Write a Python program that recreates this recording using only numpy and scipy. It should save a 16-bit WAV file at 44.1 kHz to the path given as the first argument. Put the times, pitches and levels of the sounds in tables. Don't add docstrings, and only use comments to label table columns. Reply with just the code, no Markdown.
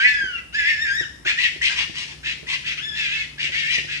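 import sys
import numpy as np
from scipy import signal
from scipy.fft import rfft, irfft, next_fast_len
from scipy.io import wavfile
from scipy.ndimage import uniform_filter1d

SR = 44100
rng = np.random.default_rng(int(sys.argv[2]) if len(sys.argv) > 2 else 0)


def wav_record(signal):
    frames = np.transpose(np.atleast_2d(signal))
    bounded = np.clip(frames, -1, 1)
    quanta = np.round(bounded * 32767).astype(np.int16)
    wavfile.write(sys.argv[1], SR, quanta)


N = 176400
T = np.arange(N) / SR

# frequency_hz, gain_db
AIR_SPECTRUM = [(20, -28.5), (40, -9.5), (62, 8), (85, -1.5), (200, -3), (350, -7), (700, -16.5),
                (1500, -16), (3000, -20.5), (6000, -28), (10000, -25), (14500, -44.5)]
# frequency_hz, correlation
AIR_COHERENCE = [(50, 1), (120, 0.71), (250, 0.49), (600, 0)]
# time_s, level_db
HUM_ENVELOPE = [(0, -63), (1.8, -55.5), (2.5, -52), (4, -50.5)]
# start_s, relative_level_db
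IMPACTS = [(.235, -36.5), (1.009, -32), (1.256, -33.5), (1.56, -38.5), (1.895, -34), (2.429, -39.5),
           (3.442, -36.5), (3.493, -39), (3.781, -31.5), (3.844, -39)]
# frequency_hz, gain_db
IMPACT_SPECTRUM = [(40, -28), (130, -1.5), (230, -12), (360, 0.5), (500, -11), (1000, -23.5), (5000, -61)]
# frequency_hz, t60_s
GARDEN_DECAY = [(1000, 0.31), (2000, 0.47), (3500, 0.5), (7000, 0.76)]
# frequency_hz, gain_db
EAR_SHADING = [(1700, -0.5), (2600, 2), (4000, 12), (6000, 9.5), (7500, -4.5), (9300, -28.5)]
HARMONICS_DB = [-2, -13.5, -25, -24.5, -33]
# frequency_hz, gain_db
FORMANTS = [(1300, -11.5), (1700, -2.5), (2300, -4.5), (2750, 20.5), (3300, -7.5), (4400, 0.5), (5400, 4.5),
            (7300, -5), (11000, -6)]
SIDEBANDS_DB = [4, -1.5, -6, -15.5, -17.5, -34]
# frequency_hz, gain_db
RASP_SPECTRUM = [(550, -45), (1000, -23), (1300, -20.5), (1600, -8), (2000, 1.5), (2600, 6), (3150, 1),
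                 (3800, -8.5), (5300, -14.5), (6500, -19), (8000, -23), (10000, -33), (12500, -73)]
# time_s, pitch_hz, level_db
SQUEAL_GLIDE = [(0.843, 2850, -36), (0.864, 2420, -30), (0.891, 1850, -28)]
# start_s, length_s, top_pitch_hz, voice_db, hiss_db, treble_db, undertone_db
SCREECH_CALLS = [(1.247, 0.091, 1759, -24, -21.5, -0.5, 5.5), (1.37, .12, 2029, -21, -21, -2.5, 2),
                 (1.611, 0.095, 2142, -22, -21.5, 1.5, 2), (1.689, 0.066, 1652, -26.5, -29, 7, 19),
                 (1.746, .11, 1940, -29, -25, 1.5, 13.5), (1.934, 0.13, 1989, -40, -34, 7, 13),
                 (2.045, 0.11, 1850, -43.5, -44, 8, 20.5), (2.228, 0.12, 1774, -38, -29, 1.5, -0.5),
                 (2.463, 0.11, 2120, -29.5, -27, 2.5, 13), (2.635, 0.12, 1812, -36.5, -28.5, 1.5, -4),
                 (3.377, 0.12, 1936, -32.5, -27, 0.5, -10), (3.869, 0.13, 1696, -36.5, -31, 2, -13)]
# time_s, pitch_hz, voice_db, flutter_db, hiss_db
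FALLING = [(0, 1515, -12, -33, -27), (0.057, 1732, -18, -11, -27.5), (0.098, 1747, -15.5, -26.5, -23.5),
           (0.159, 1690, -18, -46, -49), (0.221, 1611, -17.5, -63, -61), (.3, 1478, -27, -53, -49),
           (.385, 1333, -29.5, -48, -40), (0.407, 1325, -44, -76, -55)]
WAVERING = [(.525, 1341, -41.5, -69, -47.5), (.55, 1690, -16.5, -52, -31), (0.579, 1790, -22.5, -40, -41),
            (0.587, 1740, -14.5, -25.5, -32.5), (0.638, 1626, -24, -24.5, -36.5),
            (0.696, 1850, -16, -19, -28.5), (0.761, 1670, -29.5, -47, -39), (0.832, 1854, -17, -50, -47),
            (.872, 1621, -24, -27.5, -35), (.915, 1590, -17.5, -49, -42), (0.956, 1783, -21, -47, -55),
            (.988, 1925, -19.5, -47, -53), (1.003, 1823, -16.5, -47, -47), (1.021, 1646, -22, -50, -45),
            (1.044, 1400, -34, -54, -45)]
BREAKING = [(2.772, 1179, -43.5, -58, -30), (2.82, 1706, -33.5, -51, -44), (2.868, 1768, -29.5, -54, -50),
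            (2.924, 1683, -35, -60, -56), (2.958, 1748, -30, -56, -32), (2.98, 1809, -29.5, -45, -26),
            (3.086, 1554, -36, -32.5, -31.5), (3.15, 1768, -36.5, -33, -29.5),
            (3.215, 1725, -36, -33.5, -30.5), (3.249, 1453, -45, -36, -40)]
CLIMBING = [(3.518, 1457, -41, -34, -35), (3.555, 1782, -27.5, -27.5, -30), (3.598, 1891, -29, -31, -27.5),
            (3.653, 1726, -24.5, -30.5, -35.5), (3.7, 1936, -24.5, -30.5, -29.5),
            (3.738, 2055, -23, -34, -23.5), (3.802, 1750, -29.5, -30, -32)]
# flutter_hz, flutter_spread, octave_db, upper_db, pan_db, hoarseness_rad, treble_db
WAIL_TIMBRES = [(250.7, 0.03, -6, -11, 0, 0.05, 1), (300, .13, -2.5, -2.5, 1, 0.1, 2),
                (427.6, 0, 17, 5, 1, 0.13, 1), (395.7, 0.2, -16, 1, 2, 0.2, 2)]


def amp(db):
    return 10 ** (np.asarray(db) / 20)


def unit(x):
    return x / np.sqrt(np.mean(x ** 2) + 1e-20)


def read(points, hz):
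    f, value = np.transpose(points)
    return np.interp(np.log(hz + 1), np.log(f + 1), value)


def colour(x, points, share=1):
    size = next_fast_len(x.shape[-1] + 2048)
    gain = amp(share * read(points, np.fft.rfftfreq(size, 1 / SR)))
    return irfft(rfft(x, size) * gain, size)[..., :x.shape[-1]]


def wander(size, hz):
    at = np.arange(size) * 2 * hz / SR
    knots = rng.standard_normal(4096)
    return np.sqrt(1.5) * np.interp(at, np.arange(len(knots)), knots)


def phase_of(hz):
    return 2 * np.pi * np.cumsum(hz) / SR


def add(mix, start_s, sound):
    part = mix[max(round(start_s * SR), 0):][:len(sound)]
    part += sound[:len(part)]


def rumble():
    left, independent = rfft(rng.standard_normal((2, N)))
    coherence = read(AIR_COHERENCE, np.fft.rfftfreq(N, 1 / SR))
    right = coherence * left + np.sqrt(1 - coherence ** 2) * independent
    return amp(-48) * unit(colour(irfft(np.array([left, right]), N), AIR_SPECTRUM))


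def machinery(hum_hz=147.4, drone_hz=69):
    swell = amp(np.interp(T, *np.transpose(HUM_ENVELOPE)))
    hum = swell * np.sin(2 * np.pi * hum_hz * T + 0.8 * wander(N, hz=8.2))
    drone = amp(-58.5) * np.sin(2 * np.pi * drone_hz * T + 2 * wander(N, hz=3.7))
    return np.sqrt(2) * (hum + drone)


def tick(start_s=0.953, decay_s=0.0037):
    t = np.maximum(T - start_s, 0)
    burst = (t > 0) * np.exp(-t / decay_s) * rng.standard_normal(N)
    return amp(-47) * np.diff(burst, prepend=0)


def thumps():
    out = np.zeros((2, N))
    t = np.arange(4096) / SR
    envelope = np.minimum(t / 0.002, 1) * (np.exp(-t / 0.0057) + 0.11 * np.exp(-t / 0.059))
    lead = 441
    for start_s, db in IMPACTS:
        for side in out:
            blow = envelope * rng.standard_normal(len(t))
            knock = colour(np.pad(blow, (lead, 0)), IMPACT_SPECTRUM)
            add(side, start_s - lead / SR, amp(db) * knock / abs(knock).max())
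    return out * amp([[-1], [8]])


def echoes(tail_db=-1.5, reflection_db=-11):
    shape = (2, SR // 2)
    taps = rng.choice([-1., 1.], shape) * (rng.random(shape) < 0.1)
    hz, t, spectra = signal.stft(taps, SR, nperseg=256)
    envelope = np.minimum(t / 0.007, 1) * amp(-60 * t / read(GARDEN_DECAY, hz)[:, None])
    response = signal.istft(spectra * envelope, SR)[1]
    response *= amp(tail_db) / np.linalg.norm(response[0])
    for side in response:
        for delay_s in rng.uniform(0.001, 0.016, size=6):
            side[round(delay_s * SR)] += amp(reflection_db) * rng.choice([-1, 1])
    return response


def garden(x, left_lag_s=0.00014, crossfade_s=0.212):
    out = np.array([np.interp(T - left_lag_s, T, x[0]), x[1]])
    turn = np.pi * T / (2 * crossfade_s)
    for share in np.cos(turn), np.sin(turn):
        out += signal.fftconvolve(x * share, echoes(), axes=1)[:, :N]
    return out


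def rasp(hz, flutter_phase, tone_db, treble_db, under_db):
    n = len(hz)
    gape = (hz / 1850) ** 0.25
    throat = [(f * gape.mean(), db) for f, db in RASP_SPECTRUM]
    puffs = amp(5.4 * np.cos(flutter_phase) + 2 * wander(n, hz=130.6)) * rng.standard_normal(n)
    phase = phase_of(hz * (1 + 0.0086 * wander(n, hz=422)))
    stack = np.zeros(n)
    for quarter in range(2, 21):
        ratio = quarter / 4
        db = read(RASP_SPECTRUM, ratio * hz / gape) - 8.5 * (quarter % 2)
        db += 4.5 * wander(n, hz=55)
        stack += amp(db) * np.sin(ratio * phase + 2 * np.pi * rng.random())
    blend = unit(unit(colour(puffs, throat)) + amp(tone_db) * unit(stack))
    return colour(blend, [(1050, under_db), (1500, 0), (2500, 0), (5500, treble_db)])


def cry(hz, voice, flutter, hiss, flutter_hz, flutter_spread, octave_db, upper_db, hoarseness,
        treble_db, jitter, shimmer_db, rasp_tone_db=0, under_db=0):
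    n = len(hz)
    strain = hiss / (hiss + voice + 1e-9)
    shake_rad = hoarseness + 0.6 * strain ** 2
    phase = phase_of(hz * (1 + jitter * (hoarseness + strain) * wander(n, hz=299.8)))
    flutter_phase = phase_of(flutter_hz * (1 + flutter_spread * wander(n, hz=210.3)))
    tone = np.zeros(n)
    for k, db in enumerate(HARMONICS_DB, 1):
        db += read(FORMANTS, k * hz) + octave_db * (k == 2) + upper_db * (k > 2)
        db -= 20 * strain * (k > 1)
        db += shimmer_db * np.sqrt(k) * wander(n, hz=49.73)
        tone += amp(db) * np.sin(k * phase + np.sqrt(k) * shake_rad * wander(n, hz=345.9))
    sidebands = sum(amp(db) * np.sin(phase + k * flutter_phase + k * k)
                    for k, db in enumerate(SIDEBANDS_DB, 1))
    roughness = rasp(hz, flutter_phase, rasp_tone_db, treble_db, under_db)
    return np.sqrt(2) * voice * tone + flutter * unit(sidebands) + hiss * roughness


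def squeal(fade_s=0.035):
    times, hz, db = np.transpose(SQUEAL_GLIDE)
    phase = phase_of(np.interp(T, times, hz) * (1 + 0.03 * wander(N, hz=300)))
    fade = np.clip(np.minimum(T - times[0], times[-1] - T) / fade_s, 0, 1)
    return fade * amp(np.interp(T, times, db)) * np.sin(phase)


def screeches(voice_rise_s=0.0091, hiss_rise_s=0.037, release_s=0.035, pitch_sag=0.23):
    out = np.zeros(N)
    for start_s, length_s, top_hz, voice_db, hiss_db, treble_db, under_db in SCREECH_CALLS:
        t = np.arange(0, length_s, 1 / SR)
        progress = t / length_s
        arch = abs(np.sin(np.pi * progress ** 0.68)) ** 0.76
        hz = top_hz * (1 - pitch_sag * (1 - arch))
        release = np.minimum((length_s - t) / release_s, 1)
        voice = amp(voice_db + 0.5 * progress ** 2) * np.minimum(t / voice_rise_s, 1) * release
        hiss = amp(hiss_db) * np.minimum(t / hiss_rise_s, 1) * release
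        sound = cry(hz, voice, hiss * amp(-8), hiss, flutter_hz=378.7, flutter_spread=0.3026,
                    octave_db=-18, upper_db=-1, hoarseness=0.3, treble_db=treble_db,
                    jitter=0.03, shimmer_db=3.5, rasp_tone_db=-4, under_db=under_db)
        add(out, start_s, sound)
    return out * amp([[0.7], [-0.7]])


def wails(fade_s=0.0012):
    out = np.zeros((2, N))
    for contour, timbre in zip([FALLING, WAVERING, BREAKING, CLIMBING], WAIL_TIMBRES):
        flutter_hz, flutter_spread, octave_db, upper_db, pan_db, hoarseness, treble_db = timbre
        times, *columns = np.transpose(contour)
        t = np.arange(times[0], times[-1], 1 / SR)
        hz, *levels_db = [uniform_filter1d(np.interp(t, times, c), size=400) for c in columns]
        fade = np.clip(np.minimum(t - times[0], times[-1] - t) / fade_s, 0, 1)
        sound = fade * cry(hz, *amp(levels_db), flutter_hz, flutter_spread, octave_db, upper_db,
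                           hoarseness, treble_db, jitter=0.017, shimmer_db=1)
        add(out[0], times[0], sound * amp(pan_db / 2))
        add(out[1], times[0], sound * amp(-pan_db / 2))
    return out


def scene():
    left, right = garden(wails() + squeal() + screeches())
    cubs = np.array([colour(left, EAR_SHADING, share=0.61), colour(right, EAR_SHADING, share=-0.16)])
    return cubs + thumps() + tick() + rumble() + machinery()


def record(dry):
    lowpass = signal.firwin(511, cutoff=14650, window=("kaiser", 9), fs=SR)
    return signal.oaconvolve(dry, lowpass[None], "same")


dry = scene()
out = record(dry)
wav_record(out)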